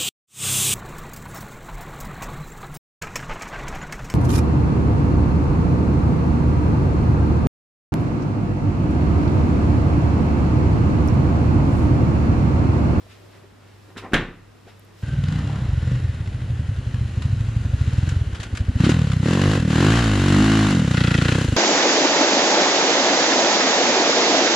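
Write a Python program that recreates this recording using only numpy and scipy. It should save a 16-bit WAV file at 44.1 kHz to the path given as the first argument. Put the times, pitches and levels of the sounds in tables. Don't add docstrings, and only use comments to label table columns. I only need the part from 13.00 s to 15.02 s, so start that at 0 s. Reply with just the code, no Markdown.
import sys
import numpy as np
from scipy import signal
from scipy.io import wavfile

SR = 44100
rng = np.random.default_rng(int(sys.argv[2]) if len(sys.argv) > 2 else 0)


def wrap_up_sound(samples):
    columns = np.atleast_2d(samples).T
    tamed = np.clip(columns, -1, 1)
    steps = np.round(tamed * 32767).astype(np.int16)
    wavfile.write(sys.argv[1], SR, steps)


N = 89302
T = np.arange(N) / SR
THUD_S, HUM_HZ = 1.1342, 99.9

# frequency_hz, correlation
EVENT_COHERENCE = [(100, 1), (500, 1), (1500, 0.94), (3100, 0.81), (6500, 0.14), (9000, -0.36),
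                   (13000, -0.68)]
# frequency_hz, correlation
ROOM_COHERENCE = [(60, 0.94), (130, 0.8), (290, -0.059), (640, 0.17), (1400, 0.48), (3100, 0.46),
                  (6800, 0.25), (13000, -0.22)]


def from_db(db):
    return 10 ** (np.asarray(db) / 20)


def at_hz(table, hz, column=1):
    rows = np.array(table)
    return np.interp(np.log(hz), np.log(rows[:, 0]), rows[:, column])


def butterworth(x, order, hz, kind):
    return signal.sosfilt(signal.butter(order, hz, kind, fs=SR, output="sos"), x)


def tone(hz, db):
    return np.sqrt(2) * from_db(db) * np.sin(2 * np.pi * hz * T)


def click(start_s):
    return 1.0 * (np.arange(N) == int(start_s * SR))


def ring(force, hz, t60):
    decay = from_db(-60 / (t60 * SR))
    step = 2 * np.pi * hz / SR
    return signal.lfilter([0, np.sin(step)], [1, -2 * decay * np.cos(step), decay ** 2], force + 1e-18)


def swell(peak_s, rise_s, t60):
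    rise = np.sin(np.pi / 2 * np.clip((T - peak_s) / rise_s + 1, 0, 1)) ** 2
    return rise * from_db(-60 * np.maximum(T - peak_s, 0) / t60)


def swells(events):
    return sum(from_db(db) * swell(peak_s, rise_s, t60) for peak_s, db, rise_s, t60 in events)


def noise(spectrum, coherence, envelope=lambda hz: 1):
    edges = 22 * 2 ** np.arange(0, 9.6, .5)
    run_in = SR // 4
    white = rng.standard_normal((2, 2, N + run_in))
    out, power = 0, 0
    for k, (low, high) in enumerate(zip(edges, edges[1:])):
        mid, side = butterworth(white[k % 2], 3, [low, high], "band")[:, run_in:]
        hz = np.sqrt(low * high)
        correlation = np.clip(at_hz(coherence, hz), -1, 1)
        stereo = np.sqrt(1 + correlation) * mid + np.sqrt(1 - correlation) * side * [[1], [-1]]
        gain = from_db(at_hz(spectrum, hz))
        out = out + gain * envelope(hz) * stereo
        power += gain ** 2 * 2 * (high - low) / (SR / 2)
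    return out / np.sqrt(power)


def background():
    # frequency_hz, relative_density_db
    air_spectrum = [(25, -4), (70, 1), (130, 1.5), (370, -0.5), (700, -8), (1300, -9), (2500, -16),
                    (5400, -25.5), (9000, -28.5), (12500, -38.5), (15000, -36)]
    waver_db = 1.1 * np.interp(T, np.linspace(0, T[-1], 16), rng.standard_normal(16))
    hum = tone(HUM_HZ, db=-51.5 + waver_db)
    whine = tone(hz=13001, db=-89)
    return hum + whine + from_db(-52) * noise(air_spectrum, ROOM_COHERENCE)


def rustle():
    # time_s, level_db
    hiss_levels = [(0, -60), (.33, -60), (.5, -65.5), (.67, -64.5), (.9, -61), (1.2, -72), (1.6, -64.5),
                   (1.8, -63), (1.93, -64), (2.0, -56.5)]
    shuffle_levels = [(0, -64), (.2, -58), (.26, -53), (.33, -58.5), (.39, -52.5), (.45, -60.5), (.5, -65),
                      (.6, -66), (.67, -66), (.76, -76), (.85, -75)]
    # frequency_hz, relative_density_db
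    hiss_spectrum = [(150, -27), (1500, 0), (4000, 3.5), (7000, -3.5), (12000, -8), (15000, -7)]
    shuffle_spectrum = [(60, -22), (170, -12.5), (390, -1), (600, 2.5), (1000, -9), (2000, -19),
                        (5000, -49)]
    swish_spectrum = [(300, -17), (900, -2), (1400, 2.5), (2300, 3), (4200, -4), (5800, -3), (8000, -20),
                      (12500, -19), (15000, -35)]
    hiss = from_db(np.interp(T, *np.transpose(hiss_levels))) * noise(hiss_spectrum, ROOM_COHERENCE)
    rub = noise(shuffle_spectrum, ROOM_COHERENCE)
    hollow = ring(rub, hz=386, t60=0.097)
    shuffle = rub + from_db(-4) * hollow / hollow.std()
    shuffle *= from_db(np.interp(T, *np.transpose(shuffle_levels)))
    sleeve = from_db(-50.5) * swell(peak_s=0.12, rise_s=0.045, t60=0.36)
    return hiss + shuffle + sleeve * noise(swish_spectrum, ROOM_COHERENCE)


def clatter():
    # start_s, level_db, pitch_hz, t60_s
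    bumps = [(.065, -42.5, 650, 0.029), (0.439, -44.5, 400, 0.14), (.963, -37, 240, 0.12),
             (0.969, -38.5, 400, 0.13), (1.032, -30.5, 308, 0.071), (1.051, -35, 1043, 0.049),
             (1.117, -25, 257, 0.021), (1.1361, -14.5, 326, 0.027), (1.1533, -16, 190, 0.025),
             (1.167, -15, 181, 0.027), (1.223, -26, 175, 0.083), (1.668, -42.5, 483, 0.054),
             (1.677, -40.5, 696, 0.046)]
    # start_s, level_db, pitch_hz, t60_s
    clacks = [(0.9636, -32, 1520, 0.0086), (0.9684, -29.5, 1720, 0.012), (1.0637, -30, 1030, 0.014),
              (1.134, -9, 1610, 0.016), (1.1372, -27, 2230, 0.0043), (1.1421, -9, 3150, 0.01),
              (1.1476, -12, 1700, 0.017), (1.1507, -9, 2120, 0.0065), (1.166, -18, 2900, 0.0097)]
    rings = sum(from_db(db) * ring(click(start_s), hz, t60) for start_s, db, hz, t60 in bumps + clacks)
    return butterworth(rings, order=2, hz=8000, kind="low")


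def brushes_and_puffs():
    # peak_s, level_db, rise_s, t60_s
    brush_events = [(.37, -56, 0.11, 0.27), (.68, -59.5, 0.1, 0.81), (.981, -35, 0.016, 0.16),
                    (1.565, -74, .015, 0.15), (1.695, -51.5, 0.042, 0.24), (2.0, -70, 0.079, 0.15)]
    puff_events = [(.44, -50, 0.012, 0.089), (.89, -49.5, 0.03, 0.18), (.968, -45, 0.022, 0.67),
                   (1.036, -40.5, 0.025, 0.61), (1.122, -35, 0.0015, 0.32), (1.68, -53, 0.047, 0.26),
                   (1.92, -53.5, 0.07, 0.21)]
    # frequency_hz, relative_density_db
    brush_spectrum = [(120, -5), (300, -6), (700, -4), (1200, 1.5), (1900, 3), (3600, -2), (6500, -12.5),
                      (10000, -17), (15000, -25)]
    puff_spectrum = [(40, 0), (130, -18), (240, 8), (360, 2.5), (600, -7.5), (1200, -11), (2400, -17),
                     (5000, -33.5), (12000, -43)]
    grains_per_s, grain_db = 830, 0.5
    brushes = swells(brush_events) * noise(brush_spectrum, EVENT_COHERENCE)
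    puffs = swells(puff_events) * noise(puff_spectrum, EVENT_COHERENCE)
    grain = from_db(grain_db * np.interp(T * grains_per_s, np.arange(N), rng.standard_normal(N)))
    return grain * brushes + puffs


def seal():
    # pitch_hz, level_db, t60_s
    modes = [(778, -44, 0.099), (1050, -42.5, 0.059), (1846, -49, 0.042)]
    # peak_s, gain_db, rise_s, t60_s
    scuffs = [(.905, -15.5, 0.021, 0.19), (1.051, 0, 0.026, 0.15)]
    # frequency_hz, relative_density_db
    friction_spectrum = [(200, -8), (600, -6), (1020, 8), (1350, -13), (1800, -3), (3000, -26), (8000, -45)]
    rub = rng.standard_normal(N)
    hollow = 0
    for hz, db, t60 in modes:
        mode = ring(rub, hz, t60)
        hollow = hollow + from_db(db) * mode / mode.std()
    friction = from_db(-41) * noise(friction_spectrum, EVENT_COHERENCE)
    drone = swell(peak_s=1.02, rise_s=0.08, t60=0.17) * tone(HUM_HZ, db=-47)
    return swells(scuffs) * (hollow + friction) + drone


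def thud():
    # pitch_hz, level_db, t60_s
    cabinet_modes = [(32, -23.5, .55), (104, -29.5, .35), (142, -32.5, .42), (172.7, -23.5, .46),
                     (228.5, -30, .45), (266, -33, .4), (291, -30, .35), (356.5, -30, .48), (398, -33, .38),
                     (470, -35, .38), (501, -30, .16), (537, -30, .31), (725, -32, .25)]
    door_modes = [(1100, -37, .28), (1199, -35, .38), (1292, -33, .25), (1444, -27, .28), (1507, -34, .33),
                  (1595, -22, .2), (1691, -29, .25), (1829, -22, .24), (1994, -32, .26), (2067, -33, .28),
                  (2139, -27, .26), (2216, -31, .2), (2768, -33, .2), (3116, -34, .18), (3378, -33, .24)]
    contact_s = 0.002539
    pulse = -from_db(-6.5) * np.sin(np.pi * np.clip((T - THUD_S) / contact_s, 0, 1))
    push = butterworth(pulse, order=1, hz=87, kind="high")
    strike = click(THUD_S + contact_s)
    return push + sum((-1) ** k * from_db(db) * ring(strike, hz, t60)
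                      for k, (hz, db, t60) in enumerate(cabinet_modes + door_modes))


def reverberation():
    # frequency_hz, relative_density_db
    crunch_spectrum = [(100, 0), (300, 6.5), (900, 0), (1700, -1), (3300, 2.5), (5000, -27), (8500, -12),
                       (12000, -33), (15500, -38)]
    # frequency_hz, relative_density_db, t60_s
    tail_bands = [(40, -9, 1), (80.5, -11, 0.6), (125, -7.5, 0.56), (190, -4, 0.55), (400, -3.5, 0.47),
                  (650, -6.5, 0.3), (830, -7.5, 0.38), (1700, -5.5, 0.44), (3210, -9.5, 0.36),
                  (4840, -29, 0.37), (8400, -21.5, 0.21), (14800, -65, 0.068)]
    crunch_rise_s, tail_rise_s = 0.011, 0.0018
    crunch = noise(crunch_spectrum, EVENT_COHERENCE)
    crunch *= swell(THUD_S + crunch_rise_s, crunch_rise_s, t60=0.082)
    tail = noise(tail_bands, EVENT_COHERENCE,
                 lambda hz: swell(THUD_S + tail_rise_s, tail_rise_s, at_hz(tail_bands, hz, column=2)))
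    return from_db(-20.5) * (crunch + tail)


def cracks():
    # peak_s, level_db, centre_hz, t60_s
    events = [(1.1348, -31.5, 6400, 0.0052), (1.1382, -32, 9000, 0.0034), (1.1410, -29, 7500, 0.0035),
              (1.1439, -22, 4700, .009)]
    width_octaves = 0.86
    out = 0
    for peak_s, db, hz, t60 in events:
        edges = hz * 2 ** (width_octaves * np.array([-.5, .5]))
        burst = butterworth(rng.standard_normal((2, N)), 2, edges, "band")
        out = out + from_db(db) * swell(peak_s, rise_s=0.00028, t60=t60) * burst / burst.std()
    return out


def rocking():
    # peak_s, level_db, rise_s, t60_s
    knocks = [(1.187, -25.5, .008, 0.064), (1.229, -26.5, 0.0083, 0.037), (1.287, -36, 0.013, 0.12),
              (1.336, -42.5, 0.0073, 0.086), (1.378, -47, 0.0095, 0.09)]
    # frequency_hz, relative_density_db
    knock_spectrum = [(30, -3), (70, -16), (170, 6.5), (300, 0), (450, -8), (800, -28), (2000, -37),
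                      (8000, -63)]
    return swells(knocks) * noise(knock_spectrum, EVENT_COHERENCE)


def box_ticks():
    # peak_s, level_db
    ticks = [(1.7955, -47), (1.85, -55)]
    centre_hz, width_hz = 11400, 3100
    edges = [centre_hz - width_hz / 2, centre_hz + width_hz / 2]
    fizz = butterworth(rng.standard_normal((2, N)), 2, edges, "band")
    envelope = sum(from_db(db) * swell(peak_s, rise_s=0.00076, t60=0.0088) for peak_s, db in ticks)
    return envelope * fizz / fizz.std()


def scene():
    approach = background() + rustle() + clatter() + brushes_and_puffs() + seal()
    return approach + thud() + reverberation() + cracks() + rocking() + box_ticks()


def record(dry):
    return signal.sosfilt(signal.cheby2(12, 70, 16300, fs=SR, output="sos"), dry)


dry = scene()
out = record(dry)
wrap_up_sound(out)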